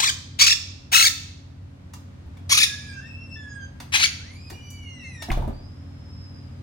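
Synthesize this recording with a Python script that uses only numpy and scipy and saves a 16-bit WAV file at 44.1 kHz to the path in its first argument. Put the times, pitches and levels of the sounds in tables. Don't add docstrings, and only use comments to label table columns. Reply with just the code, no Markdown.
import sys
import numpy as np
from scipy import signal
from scipy.fft import rfft, irfft, next_fast_len
from scipy.io import wavfile
from scipy.ndimage import uniform_filter1d, map_coordinates

SR = 44100
rng = np.random.default_rng(int(sys.argv[2]) if len(sys.argv) > 2 else 0)


def persist_wave(psi):
    counts = np.round(np.clip(psi, -1, 1) * 32767).astype(np.int16)
    wavfile.write(sys.argv[1], SR, np.atleast_2d(counts).T)


N = 291942
T = np.arange(N) / SR
CUTOFF_HZ = 16200
RELEASE_S = 0.005


def from_db(db):
    return 10 ** (np.asarray(db) / 20)


def rms_one(x):
    return x / np.sqrt(np.mean(x ** 2) + 1e-20)


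def at_hz(points, hz):
    f, value = np.transpose(points)
    return np.interp(np.log(np.maximum(hz, 1)), np.log(f), value)


def coloured(x, points):
    size = next_fast_len(x.shape[-1])
    gain = from_db(at_hz(points, np.fft.rfftfreq(size, 1 / SR)))
    return irfft(rfft(x, size) * gain, size)[..., :x.shape[-1]]


def drift(rate, size):
    steps = np.arange(size) * rate / SR
    return map_coordinates(rng.standard_normal(int(steps[-1]) + 2), [steps], order=2, mode="nearest")


def span(start, length):
    return slice(max(0, int(start * SR) - SR // 20), min(N, int((start + length) * SR) + SR // 20))


def gate(age, length, edge_s):
    return np.clip(1 + np.minimum(age, length - age) / edge_s, 0, 1)


def phase_of(hz):
    return 2 * np.pi * np.cumsum(hz) / SR


def patio(x, early_t60=0.16, late_db=-7.0):
    # frequency in Hz, t60 of the tail in s.
    tail_t60 = [(100, 0.44), (4000, 0.71), (15000, 0.37)]
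    hz, _, cells = signal.stft(rng.standard_normal((2, SR)), SR)
    age = np.linspace(0, 1, cells.shape[-1])
    early = from_db(-60 * age / early_t60)
    late = from_db(late_db - 60 * age / at_hz(tail_t60, hz)[:, None])
    echo = signal.istft(cells * (early + late), SR)[1]
    return signal.fftconvolve(x[None], rms_one(echo) / np.sqrt(SR), axes=1)[:, :N]


def background(air_db=-6.5, wander=0.83, throb_db=2.5):
    # frequency in Hz, relative level in dB.
    hum_lines = [(53, -58.5), (77, -46), (91.5, -40.5), (129.5, -46.5), (156, -55), (183.3, -55.5),
                 (235.5, -54), (276.5, -53.5), (553, -67.5)]
    # frequency in Hz, relative density in dB per Hz.
    air_colour = [(25, -15), (70, 4), (270, -6.5), (420, -17.5), (1300, -24.5), (5000, -36), (8000, -43.5),
                  (16000, -57)]
    # time in s, level of the hum in dB.
    hum_course = [(0, -42), (1.6, -43.5), (2.4, -40.5), (3.3, -40.5), (4.9, -41.5), (6.3, -39.5)]
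    hum = np.zeros(N)
    for hz, db in hum_lines:
        gain = from_db(db + throb_db * drift(13, N))
        hum += gain * np.sin(2 * np.pi * hz * T + wander * drift(4.4, N))
    mid, side = coloured(rng.standard_normal((2, N)), air_colour)
    side = coloured(rms_one(side), [(100, -15.0), (400, 1.0)])
    air = (rms_one(mid) + side * [[1], [-1]]) * from_db(air_db)
    return (rms_one(hum) + air) * from_db(np.interp(T, *np.transpose(hum_course)))


def resonance(x, hz, width_hz):
    r = np.exp(-np.pi * width_hz / SR)
    numerator = np.array([1, 0, -1]) * (1 - r * r) / 2
    return signal.lfilter(numerator, [1, -2 * r * np.cos(2 * np.pi * hz / SR), r * r], x)


def moving_resonance(x, hz, width_hz):
    r = np.exp(-np.pi * width_hz / SR)
    state, out = 0j, []
    for sample, pole in zip(x, r * np.exp(2j * np.pi * hz / SR)):
        state = state * pole + sample
        out.append(state.real)
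    return 2 * (1 - r) * np.array(out)


def delayed(x, ms):
    n = np.arange(len(x))
    return np.interp(n - ms * SR / 1000, n, x, left=0, right=0)


def trill(t, course, first_flip_s, flips_per_s, whistle_hz):
    whistle_start_share, whistle_db = 0.8, -1.5
    early_share, late_share, steepness = 0.15, 0.56, 1.5
    uneven_db, uneven_pitch, uneven_per_s = 1.3, 0.025, 160
    s, *columns = np.transpose(course)
    effort_db, buzz_hz, throat_hz = (np.interp(t, s, column) for column in columns)
    age, length = t - s[0], s[-1] - s[0]
    progress = np.clip(age / length, 0, 1)
    rising_hz = whistle_hz * (whistle_start_share + (1 - whistle_start_share) * progress)
    share = early_share + (late_share - early_share) * progress
    cycle = np.cos(2 * np.pi * flips_per_s * (t - first_flip_s))
    threshold = np.cos(np.pi * share)
    flipped = (1 + np.tanh(steepness * (cycle - threshold))) / (1 + np.tanh(steepness * (1 - threshold)))
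    level_db = effort_db + uneven_db * drift(uneven_per_s, len(t)) + flipped * whistle_db
    gain = gate(age - RELEASE_S, length - RELEASE_S, RELEASE_S) * from_db(level_db)
    pitch_hz = buzz_hz + (rising_hz - buzz_hz) * flipped
    return pitch_hz * (1 + uneven_pitch * drift(uneven_per_s, len(t))), gain, throat_hz


def squawk(pitch_hz, gain, throat_hz, pose, tilt=0.32, beak_width_hz=1500, notch_width_hz=1300):
    # frequency in Hz, response in dB.
    voice_colour = [(400, -17.5), (1050, -7), (1700, -9), (2500, 0), (4700, -1.5), (6500, 2), (7900, -1.5),
                    (9500, -3), (11000, -15), (16000, -12)]
    jitter, shimmer, rasp_db, hoarse_hz = .012, .25, -13, 750
    slack_hz, throat_db, throat_width_hz = 1750, 5.5, 900
    size = len(pitch_hz)
    hoarse = 1 + 4 / (1 + (pitch_hz / hoarse_hz) ** 6)
    pitch_hz = pitch_hz * (1 + jitter * hoarse * drift(1000, size))
    phase = phase_of(pitch_hz)
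    k = np.arange(1, 25)[:, None]
    weights = np.maximum(k / 2, 1) ** (-tilt * (1 + (pitch_hz / slack_hz) ** 4))
    weights = weights * (k * pitch_hz < CUTOFF_HZ)
    pulses = rms_one(np.sum(weights * np.cos(k * phase), axis=0))
    pulses = pulses * (1 + shimmer * drift(1000, size))
    rasp = rms_one(rng.standard_normal(size) * (1 + np.cos(phase)))
    voice = coloured(pulses + from_db(rasp_db) * hoarse * rasp, voice_colour)
    low_db, beak_hz, beak_db, notch_hz = pose
    voice = coloured(voice, [(1350, low_db), (2100, 0.0032)])
    voice = voice + (from_db(throat_db) - 1) * moving_resonance(voice, throat_hz, throat_width_hz)
    voice = voice + (from_db(beak_db) - 1) * resonance(voice, beak_hz, beak_width_hz)
    voice = voice - resonance(voice, notch_hz, notch_width_hz)
    voice = voice - 2 * resonance(voice, throat_hz.mean(), throat_width_hz)
    return gain * voice / np.sqrt(uniform_filter1d(voice ** 2, SR // 200) + 1e-12)


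def parakeet(room_colour=1.0, balance_db=6.0):
    # first flip in s, flips per s, final whistle pitch in Hz.
    flip_rows = [(0.024, 34.0, 2480), (0.407, 36.6, 2800), (0.942, 33.4, 2380), (2.510, 34.8, 2680),
                 (3.934, 34.8, 2420)]
    # time in s, effort in dB, buzz pitch in Hz, throat peak in Hz.
    courses = [
        [(-0.005, -16, 750, 4000), (0.019, -29, 850, 4000), (0.036, -18.5, 1000, 3600), (0.06, -23, 1750, 4300),
         (0.085, -19, 1650, 4800), (0.101, -22, 1450, 3000)],
        [(0.386, -35, 450, 3000), (0.399, -17, 1200, 4300), (0.415, -12, 1080, 4700), (0.457, -22, 1150, 4800),
         (0.472, -14.5, 1250, 4700), (0.498, -21, 1800, 4000), (0.52, -15, 1700, 5200),
         (0.532, -19, 1650, 3300)],
        [(0.915, -35, 450, 2400), (0.931, -18, 850, 2500), (0.948, -14, 1330, 2600), (0.964, -14, 1230, 2500),
         (0.985, -17.5, 1330, 4000), (1.015, -15, 1270, 2600), (1.043, -17, 1550, 5500),
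         (1.063, -13.5, 1650, 4600), (1.082, -18, 1700, 3400)],
        [(2.491, -35, 450, 4200), (2.51, -21, 1130, 5800), (2.528, -13, 1050, 6000), (2.543, -23, 1150, 3300),
         (2.552, -18, 1170, 5800), (2.562, -29, 1200, 4800), (2.581, -13, 1210, 3700), (2.6, -21, 1650, 3200),
         (2.638, -14.5, 1780, 3600), (2.651, -25, 1800, 3600)],
        [(3.919, -36, 450, 2400), (3.942, -18.5, 790, 2400), (3.958, -15.5, 790, 2400), (3.982, -27, 750, 4200),
         (4.008, -22, 700, 4000), (4.022, -17, 1300, 4300), (4.049, -14, 1400, 4700), (4.06, -22, 1400, 3000)],
    ]
    # gain towards the microphone in dB, lead of the left port in ms,
    # low tones in dB, beak peak in Hz, beak peak in dB, beak notch in Hz.
    poses = [(1.5, 0.39, 6, 9700, 2, 9500), (2, .45, -1.5, 5500, 1, 9000),
             (1.5, .45, 5, 15000, 13.5, 11000), (2.5, 0.17, -1.5, 11000, 8, 7700),
             (1, 0.238, 0.5, 1880, 6, 7950)]
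    # frequency in Hz, left minus right in dB.
    port_colours = [(500, -3.5), (1900, 2.5), (4200, 0.5), (6000, -14), (7200, -6), (8700, 2.5),
                    (10300, 0.5), (12800, 2.5), (15500, -8.5)]
    room_db = -6
    left, right = np.zeros((2, N))
    for flips, course, (gain_db, lead_ms, *pose) in zip(flip_rows, courses, poses):
        during = span(course[0][0], course[-1][0] - course[0][0])
        voice = from_db(gain_db) * squawk(*trill(T[during], course, *flips), pose)
        left[during] += voice
        right[during] += delayed(voice, lead_ms)
    ears = []
    for near, far, side in zip((left, right), patio(left), (.5, -.5)):
        near_colour = [(hz, side * (db + balance_db)) for hz, db in port_colours]
        far_colour = [(hz, side * db * room_colour) for hz, db in port_colours]
        ears.append(coloured(near, near_colour) + from_db(room_db) * coloured(far, far_colour))
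    return np.array(ears)


def burst(s, colour, db, t60, attack_s=0.0045):
    out, t = np.zeros(N), T[:SR // 2]
    envelope = np.minimum(t / attack_s, 1) * from_db(db - 60 * t / t60)
    noise = rms_one(coloured(rng.standard_normal(len(t)), colour))
    out[int(s * SR):int(s * SR) + len(t)] = noise * envelope
    return out


def knock(s, hz, db, t60):
    return burst(s, [(hz / 2, -30), (hz, 0), (hz * 1.3, -20), (hz * 2, -45)], db, t60)


def latch(t60=0.037):
    # start in s, relative level in dB, added treble in dB.
    clicks = [(1.934, -20, 2), (2.369, -31, -9), (3.8, -16.5, -2.5), (4.499, -17, -1.5), (4.701, -24, 33),
              (5.22, -11, -3.5), (5.314, -7.5, -11.5)]
    # frequency in Hz, relative density in dB per Hz before the added treble.
    click_colour = [(200, -21), (700, 5.5), (2200, -1), (6000, 1), (8000, -6), (16000, -9.5)]
    out = np.zeros(N)
    for s, level_db, treble_db in clicks:
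        colour = [(hz, db + treble_db * (hz > 3000)) for hz, db in click_colour]
        out += burst(s, colour, level_db, t60)
    return out


def door_ring(modes, blows, t60, scatter_db=5.0):
    out, t = np.zeros(N), T[:SR // 2]
    hz, db = np.transpose(modes)[:, :, None]
    for s, blow_db in blows:
        strength = from_db(blow_db + db + scatter_db * rng.standard_normal(db.shape))
        ring = np.sum(strength * np.sin(2 * np.pi * hz * t), axis=0)
        out[int(s * SR):int(s * SR) + len(t)] += ring * from_db(-60 * t / t60)
    return out


def bumps(boom_db, panel_db, ring_t60):
    # start in s, relative boom in dB, relative panel level in dB, panel ring in Hz.
    blows = [(2.259, -30.5, -47, 300), (4.515, -54, -39, 370), (5.285, -28, -26, 660),
             (5.308, -13.5, -34.5, 900), (5.371, -16.5, -27.5, 664), (5.420, -16.5, -29, 860),
             (5.474, -31, -27, 697)]
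    # frequency in Hz, relative level in dB.
    boom_modes = [(35, -7.5), (71, -2.5), (125, -19)]
    # frequency in Hz, relative density in dB per Hz.
    panel_colour = [(100, 3), (340, 2), (470, -9), (780, -3), (1100, -15.5), (5000, -46)]
    panel = np.zeros(N)
    for s, _, db, ring_hz in blows:
        panel += burst(s, panel_colour, db + panel_db, t60=0.14)
        panel += knock(s, ring_hz, db, ring_t60)
    boom = door_ring(boom_modes, [(row[0], row[1] + boom_db) for row in blows], t60=0.54)
    return panel, boom


def squeal(row, waver, flutter_db, count=5):
    wander = 0.00697
    start, length, start_hz, halfway_hz, end_hz, level_db, growth_db, slope_db = row
    out, during = np.zeros(N), span(start, length)
    age = T[during] - start
    progress = np.clip(age / length, 0, 1)
    arc = 4 * progress * (1 - progress)
    pitch_hz = start_hz + (end_hz - start_hz) * progress + (halfway_hz - (start_hz + end_hz) / 2) * arc
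    gain = gate(age, length, edge_s=0.0068) * from_db(level_db + growth_db * (progress - 2.0))
    phase = phase_of(pitch_hz * (1 + waver * drift(250.4, len(age)) + wander * drift(20, len(age))))
    for k in range(1, count + 1):
        tremble_db = flutter_db * min(k / 2, 1) * drift(25.0, len(age))
        out[during] += gain * from_db(slope_db * np.log2(k) + tremble_db) * np.sin(k * phase)
    return out


def hinges(squeal_db):
    # start in s, length in s, pitch at the start, halfway and at the end in Hz,
    # relative level in dB, growth in dB over the length, overtone slope in dB per octave.
    squeal_rows = [(2.669, 0.33, 1660, 1685, 1541, -51.5, -3, -11.5),
                   (2.964, 0.11, 1547, 1683, 1885, -49, 3, -12.5),
                   (2.818, 0.13, 2344, 2380, 2400, -53.5, 2, -10.5),
                   (2.934, 0.22, 2660, 2680, 2620, -47.5, 5, -16.5),
                   (3.07, 0.29, 2490, 2684, 2647, -47.5, 4.5, -16),
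                   (3.363, 0.29, 1760, 1672, 1564, -45.5, 0.5, -14),
                   (4.194, 0.3, 1310, 2270, 2455, -58, -1, -10.5),
                   (4.521, 0.54, 2375, 2273, 1836, -52, 3.5, -11),
                   (4.533, 0.63, 2865, 2916, 2446, -52.5, 0.5, -22),
                   (5.041, 0.2, 2175, 1960, 1756, -43.5, 4.5, -10.5)]
    squeals = sum(squeal(row, waver=0.007, flutter_db=5.0) for row in squeal_rows)
    return coloured(squeals, [(2700, 2.5), (3600, 0), (5700, 13), (8500, 1.5)]) * from_db(squeal_db)


def door(squeal_db=0.0, click_db=-15.0, boom_db=-1.0, panel_db=-2.5, room_db=4.0, ring_t60=0.042):
    # start in s, pitch in Hz, level in dB, t60 in s.
    bolt = (5.302, 2270, -8, 0.017)
    hinge_room_db, hinge_tail_db = 2, -10
    squeals = hinges(squeal_db)
    panel, boom = bumps(boom_db, panel_db, ring_t60)
    clatter = from_db(click_db) * latch() + panel
    direct = squeals + clatter + knock(*bolt) + boom
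    clatter_room = patio(from_db(room_db) * clatter)
    return direct + clatter_room + from_db(hinge_room_db) * patio(squeals, late_db=hinge_tail_db)


def whine(waver=0.00835):
    # time in s, pitch in Hz, level in dB ahead of the reflections.
    whine_course = [(5.529, 4650, -56), (5.661, 5065, -56), (5.87, 5220, -65.5), (6.12, 5167, -51),
                    (6.29, 5103, -50), (6.62, 4860, -73)]
    s, hz, db = np.transpose(whine_course)
    phase = phase_of(np.interp(T, s, hz) * (1 + waver * drift(250, N)))
    gain = gate(T - s[0], s[-1] - s[0], RELEASE_S) * from_db(np.interp(T, s, db))
    return patio(gain * np.sin(phase))


def scene():
    return background() + parakeet() + door() + whine()


def record(dry):
    low_pass = signal.ellip(10, .05, 60, CUTOFF_HZ, fs=SR, output="sos")
    return signal.sosfiltfilt(low_pass, np.clip(dry, -1, 1))


dry = scene()
out = record(dry)
persist_wave(out)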